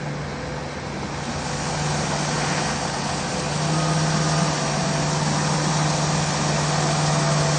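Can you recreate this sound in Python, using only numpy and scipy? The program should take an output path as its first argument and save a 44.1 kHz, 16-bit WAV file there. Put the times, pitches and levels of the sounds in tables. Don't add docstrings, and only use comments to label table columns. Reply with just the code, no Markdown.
import sys
import numpy as np
from scipy import signal
from scipy.fft import rfft, irfft, next_fast_len
from scipy.io import wavfile
from scipy.ndimage import uniform_filter1d

SR = 44100
rng = np.random.default_rng(int(sys.argv[2]) if len(sys.argv) > 2 else 0)


def persist_wave(psi):
    counts = np.round(np.clip(psi, -1, 1) * 32767).astype(np.int16)
    wavfile.write(sys.argv[1], SR, np.atleast_2d(counts).T)


def volts_from_db(level):
    exponent = np.asarray(level, float) / 20
    return 10 ** exponent


N = 334278
TIME = np.arange(N) / SR


def curves(table):
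    t, *columns = np.transpose(table)
    return [np.interp(TIME, t, c) for c in columns]


def walk(rate_hz):
    k = int(SR / rate_hz)
    held = np.repeat(rng.standard_normal(N // k + 1), k)
    return 1.16 * uniform_filter1d(uniform_filter1d(held, k), k)[:N]


def turns(hz):
    return np.cumsum(hz) / SR


def tone(revs, wander_db, rate_hz):
    return np.sqrt(2) * np.sin(2 * np.pi * (revs + rng.random())) * volts_from_db(wander_db * walk(rate_hz))


def swells(rows):
    return np.sqrt(sum(volts_from_db(2 * db) * np.exp(-((TIME - t) / half_s) ** 2) for t, half_s, db in rows))


def noise(spectrum, drift_db, count, peaks=()):
    hz, db = np.transpose(spectrum)
    size = next_fast_len(N)
    every_hz = np.maximum(np.fft.rfftfreq(size, 1 / SR), 1)
    place = np.log(every_hz)
    colour_db = np.interp(place, np.log(hz), db, -120, -120)
    for f, width_hz, peak_db in peaks:
        colour_db += peak_db / (1 + (2 * (every_hz - f) / width_hz) ** 2)
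    shaped = rfft(rng.standard_normal(size)) * volts_from_db(colour_db)
    centres = np.linspace(np.log(hz[1]), np.log(hz[-3]), count)
    out = np.zeros(N)
    for one in np.eye(count):
        part = irfft(shaped * np.interp(place, centres, one), size)[:N]
        out += part * volts_from_db(drift_db * walk(1.587))
    return out / np.std(out)


# multiple of its shaft rate, level/dB
FAR_ORDERS = [(1.5, -45), (2, -44), (3, -47.5), (6, -42), (7, -52), (8, -50), (38, -51.5), (45.5, -56.5)]
# t/s, f/Hz, level/dB
FAR_FADE = [(0, 41.46, -2), (1.5, 40.82, -1), (3, 40.83, -4), (7.58, 40.7, -7.5)]


def far_tractor():
    hz, db = curves(FAR_FADE)
    return volts_from_db(db) * sum(volts_from_db(d) * tone(k * turns(hz), 1.4, 4) for k, d in FAR_ORDERS)


# f/Hz, level/dB per Hz
RUMBLE = [(12, -59.5), (20, -37.5), (70, -5), (113, -8), (135, -5), (180, -25), (300, -120)]


def ground_rumble():
    return volts_from_db(-40.5) * noise(RUMBLE, 1.2, count=4)


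# t/s, f/Hz, level/dB
HUM = [(0.0, 145.7, -37), (0.06, 146.7, -32), (0.74, 144.7, -36.5), (1.35, 144.6, -35.5),
       (1.83, 148.9, -29), (2.49, 148.9, -27.5), (2.7, 146.5, -32.5), (2.83, 141.9, -34.5),
       (3.34, 142.0, -33.5), (3.46, 146.2, -31.5), (3.74, 157.0, -22), (4.41, 154.3, -24),
       (4.71, 146.8, -28), (5.25, 151.2, -25.5), (5.87, 151.7, -24.5), (6.33, 148.5, -27),
       (7.01, 150.4, -24), (7.58, 148.6, -22.5)]


def drive_hum():
    hz, db = curves(HUM)
    octave_db = -41 + 1.14 * (db + 25) + 0.6 * (hz - 150.7)
    hum = volts_from_db(db) * tone(turns(hz) + 0.017 * walk(25), 1.3, 10)
    return hum + volts_from_db(octave_db) * tone(2 * turns(hz), 2.2, 12)


# t/s, f/Hz
CRANK = [(0, 503.8), (3.3, 503.5), (3.8, 510.7), (6.0, 509.2), (6.8, 503.2), (7.1, 507.7), (7.58, 505.5)]


def crank_teeth():
    return turns(curves(CRANK)[0])


def engine_cycle():
    return crank_teeth() / 32.7


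def facing():
    start_s, takes_s = 0.85, 0.75
    return np.sin(np.pi / 2 * np.clip((TIME - start_s) / takes_s, 0, 1)) ** 2


def turning(ahead, behind):
    return np.sqrt(facing()) * ahead + np.sqrt(1 - facing()) * behind


# t/s, level/dB
NEAR = [(0, -34.5), (.8, -33), (1.35, -31.5), (1.9, -28), (2.45, -26), (2.68, -26.5), (2.8, -29),
        (3.4, -28.5), (3.75, -27.5), (4.35, -26), (4.85, -27.5), (5.6, -26), (6.45, -26), (6.75, -25.5),
        (7.58, -25.5)]


def layer_db(mix):
    close_db, slope, behind_db = mix
    nearness_db = curves(NEAR)[0] + 26
    return close_db + slope * nearness_db + behind_db * (1 - facing())


CYLINDERS = np.array([1, -8.0, -4, -8.5, -5.5, -9])


def knock(depth, lag):
    firing = len(CYLINDERS) * (engine_cycle() + lag)
    k = firing.astype(int)
    luck_db = 4.3 * rng.standard_normal(k[-1] + 1)[k]
    size = volts_from_db(np.take(CYLINDERS, k % len(CYLINDERS)) + luck_db)
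    gate = 1 + depth * size * np.exp(-(firing - k) / 1.3)
    return gate / np.sqrt(np.mean(gate ** 2))


# close level/dB, dB per dB of nearness, dB behind the phone
GEAR_MIX = (-39.5, 0.25, 0)


def crank_gear():
    return volts_from_db(layer_db(GEAR_MIX)) * tone(crank_teeth(), 2.4, 12)


# f/Hz, level/dB per Hz
BOOM = [(100, -38), (175, -3.5), (212, 0), (243, -11), (296, -6.5), (330, -15), (430, -39), (730, -120)]
# close level/dB, dB per dB of nearness, dB behind the phone
BOOM_MIX = (-33, 0.55, 0)


def boom():
    return volts_from_db(layer_db(BOOM_MIX) + 1.6 * walk(9)) * noise(BOOM, 0.9, count=4)


# f/Hz, level/dB per Hz
ROAR_BEHIND = [(190, -31), (320, -2.5), (440, -2.5), (540, -1.5), (640, -5), (780, -2.5), (1020, -5.5),
               (1350, -11), (1760, -37), (2970, -120)]
# f/Hz, level/dB per Hz
ROAR = [(190, -36), (320, -4.5), (415, -6), (454, -7), (471, -5), (509, -4), (537, -5.5), (675, -1.5),
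        (1040, -4.5), (1200, -6.5), (1350, -15), (1760, -38), (2970, -120)]
# multiple of the four-stroke cycle, level/dB under the roar
ORDERS = [(3, -26), (6, -20), (11.04, -8), (11.99, -15), (14.96, -17), (24.05, -18), (50.9, -14),
          (56.4, -16.5), (69.3, -21), (73.3, -21), (58.47, -16.5), (28.88, -20.5), (37.13, -19.5)]
# close level/dB, dB per dB of nearness, dB behind the phone
ROAR_MIX = (-27.5, .8, 0)


def roar():
    cycle = engine_cycle()
    orders = sum(volts_from_db(db) * tone(k * (cycle + 0.003 * walk(6)), 1.5 + 0.016 * k, 9) for k, db in ORDERS)
    rough = turning(noise(ROAR, 1.0, count=8), noise(ROAR_BEHIND, 0.53, count=3))
    rough = volts_from_db(-1.0) * rough * knock(0.4, 0.1)
    return volts_from_db(layer_db(ROAR_MIX)) * (orders * np.sqrt(facing()) + rough)


# f/Hz, level/dB per Hz
CLATTER_BEHIND = [(760, -43), (1300, -10.5), (1550, -1.5), (1970, -7), (2220, -3), (2520, -8),
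                  (2600, -10.5), (3300, -18), (4290, -52), (7260, -120)]
# f/Hz, level/dB per Hz
CLATTER = [(760, -24), (1300, -1), (1800, -1), (2200, -3), (2440, -4), (2940, -7.5), (3300, -12),
           (4290, -31), (7260, -120)]
# f/Hz, width/Hz, level/dB
CLATTER_PEAKS = [(1557, 90, 4), (1857, 83, 2.5), (2435, 130, 3), (2166, 97, -2)]
# close level/dB, dB per dB of nearness, dB behind the phone
CLATTER_MIX = (-32, 0.95, 0)


def clatter():
    strain_s, strain_half_s, strain_db = 2.56, 0.17, 2.0
    db = layer_db(CLATTER_MIX) + strain_db * np.exp(-((TIME - strain_s) / strain_half_s) ** 4)
    ahead = noise(CLATTER, 1.34, count=9, peaks=CLATTER_PEAKS)
    return volts_from_db(db) * turning(ahead, noise(CLATTER_BEHIND, 1.3, count=4)) * knock(0.34, 0.4)


# f/Hz, level/dB per Hz
HISS_BEHIND = [(1880, -35.5), (3200, -7), (3730, -6), (4060, -1), (4210, -4.5), (4800, -5.5), (5760, -5),
               (6140, -9), (7400, -12.5), (8260, -14), (8800, -16), (11400, -43), (19400, -120)]
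# f/Hz, level/dB per Hz
HISS = [(1880, -34), (3200, -6.5), (4140, -3.5), (4530, -1), (5180, -2.5), (5670, 1), (8050, -6.5),
        (8800, -7.5), (11400, -38.5), (19400, -120)]
# f/Hz, width/Hz, level/dB
HISS_PEAKS = [(4560, 87, 2), (5615, 310, 2), (6070, 300, -2)]
# close level/dB, dB per dB of nearness, dB behind the phone
HISS_MIX = (-30, 0.92, -6)


def air_hiss():
    ahead = noise(HISS, 0.69, count=10, peaks=HISS_PEAKS)
    hiss = turning(ahead, noise(HISS_BEHIND, 0.45, count=4))
    return volts_from_db(layer_db(HISS_MIX)) * hiss * knock(0.22, 0.7)


# middle t/s, half length/s, level/dB
WHISTLE = [(1.3, .45, -60)]


def turbo_whistle():
    return swells(WHISTLE) * tone(7060 * TIME, 2.0, 13)


# t/s, peak level/dB, f/Hz
THUDS = [
    (1.247, -24.5, 231),
    (1.879, -34.5, 188),
    (2.699, -28, 213.4),
    (4.127, -27, 203.5),
    (4.379, -24, 179.9),
    (5.079, -33, 179.4),
    (5.498, -23.5, 191.5),
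]


def clods():
    out = np.zeros(N)
    for t, db, hz in THUDS:
        bump = np.exp(-((TIME - t - 0.04) / 0.023) ** 2)
        out += volts_from_db(db) * bump * np.sin(2 * np.pi * hz * TIME)
    return out


# t/s, upper mesh f/Hz
GEARBOX = [(0, 1184), (2, 1225), (3.2, 1196), (3.75, 1246), (4.4, 1218), (4.72, 1168), (5, 1201),
           (5.6, 1235), (6.2, 1199), (6.6, 1203), (7.15, 1217), (7.58, 1176)]
# t/s, lower mesh f/Hz
AXLE = [(0, 672), (3.3, 668.7), (3.75, 687), (4.1, 679.5), (4.45, 676), (4.56, 650), (5.0, 672.7),
        (5.8, 680), (6.2, 670), (7.2, 674.3), (7.58, 656)]
MESH_RATIO = 1, .802, 1, 1.106
# middle t/s, half length/s, level/dB
WHINES = [
    [(3.85, 0.13, -34.5), (4.4, .35, -37), (5.6, 0.24, -39), (6.5, .4, -39), (7.2, .25, -40)],
    [(4.3, 0.21, -43), (5.45, .4, -38), (7.1, .5, -46)],
    [(2.1, 0.36, -43), (3.75, 0.16, -34), (4.28, .18, -34), (4.82, .24, -32), (5.9, .15, -35.5),
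     (6.8, 0.28, -36), (7.35, 0.23, -30.5)],
    [(1.8, 0.46, -41), (3.1, .5, -40), (4.7, .15, -38), (6.1, 0.25, -38), (6.9, .35, -35.5)],
]


def gear_whines():
    box, axle = [turns(curves(speed)[0] * (1 + 0.0017 * walk(15))) for speed in (GEARBOX, AXLE)]
    out = np.zeros(N)
    for ratio, shaft, rows in zip(MESH_RATIO, (box, box, axle, axle), WHINES):
        out += swells(rows) * tone(ratio * shaft, 1.5, 16)
    return out


def scene():
    engine = crank_gear() + boom() + roar() + clatter() + air_hiss()
    far = far_tractor() + ground_rumble() + turbo_whistle()
    return np.tile(far + drive_hum() + engine + clods() + gear_whines(), (2, 1))


# f/Hz, step level/dB over the local level
STEP = [(300, -13.5), (1500, -4), (3000, 3), (5500, 3), (7000, 6.5), (8700, 8.5), (9050, 11.5), (9350, 12)]


def thin_treble(x, hop=1412):
    n = np.arange(2 * hop) + 0.5
    hz = n[:hop] * SR / (2 * hop)
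    used = hz < 9330
    window = np.sin(np.pi * n / (2 * hop))[:, None]
    basis = window * np.cos(np.pi / hop * np.outer(n + hop / 2, n[:hop][used]))
    halves = np.pad(x, (hop, 2 * hop - N % hop), mode="reflect").reshape(-1, hop)
    lines = np.hstack([halves[:-1], halves[1:]]) @ basis
    around = uniform_filter1d(uniform_filter1d(lines ** 2, size=71, axis=1), size=7, axis=0)
    band = np.arange(used.sum()) // 12
    extra_db = 1.8 * rng.standard_normal((len(lines), band[-1] + 1))[:, band]
    extra_db += 0.8 * rng.standard_normal((len(lines), 1)) * np.clip(hz[used] / 8000, 0, 1)
    step_db = np.interp(hz[used], *np.transpose(STEP)) + np.minimum(extra_db, 2.5)
    step = np.sqrt(around) * volts_from_db(step_db)
    rounded = np.sign(lines) * np.floor(np.abs(lines) / step + 0.4) * step
    frames = rounded @ basis.T * 2 / hop
    return (frames[1:, :hop] + frames[:-1, hop:]).ravel()[:N]


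def top_cut(x):
    return signal.sosfilt(signal.butter(12, 10010, fs=SR, output="sos"), x)


WIDE_MOMENT = 6.335, 0.02, -35.5


def record(dry):
    mono = thin_treble(dry[0])
    t, half_s, db = WIDE_MOMENT
    treble = noise([(4500, -60), (4650, 0), (6350, -2), (6450, -40), (6800, -40), (6900, -6),
                    (8300, -9), (8400, -60), (9000, -90)], 0, count=2)
    side = volts_from_db(db) * treble * np.cos(np.pi / 2 * np.clip((TIME - t) / half_s, -1, 1))
    return top_cut(np.array([mono + side, mono - side]))


dry = scene()
out = record(dry)
persist_wave(out)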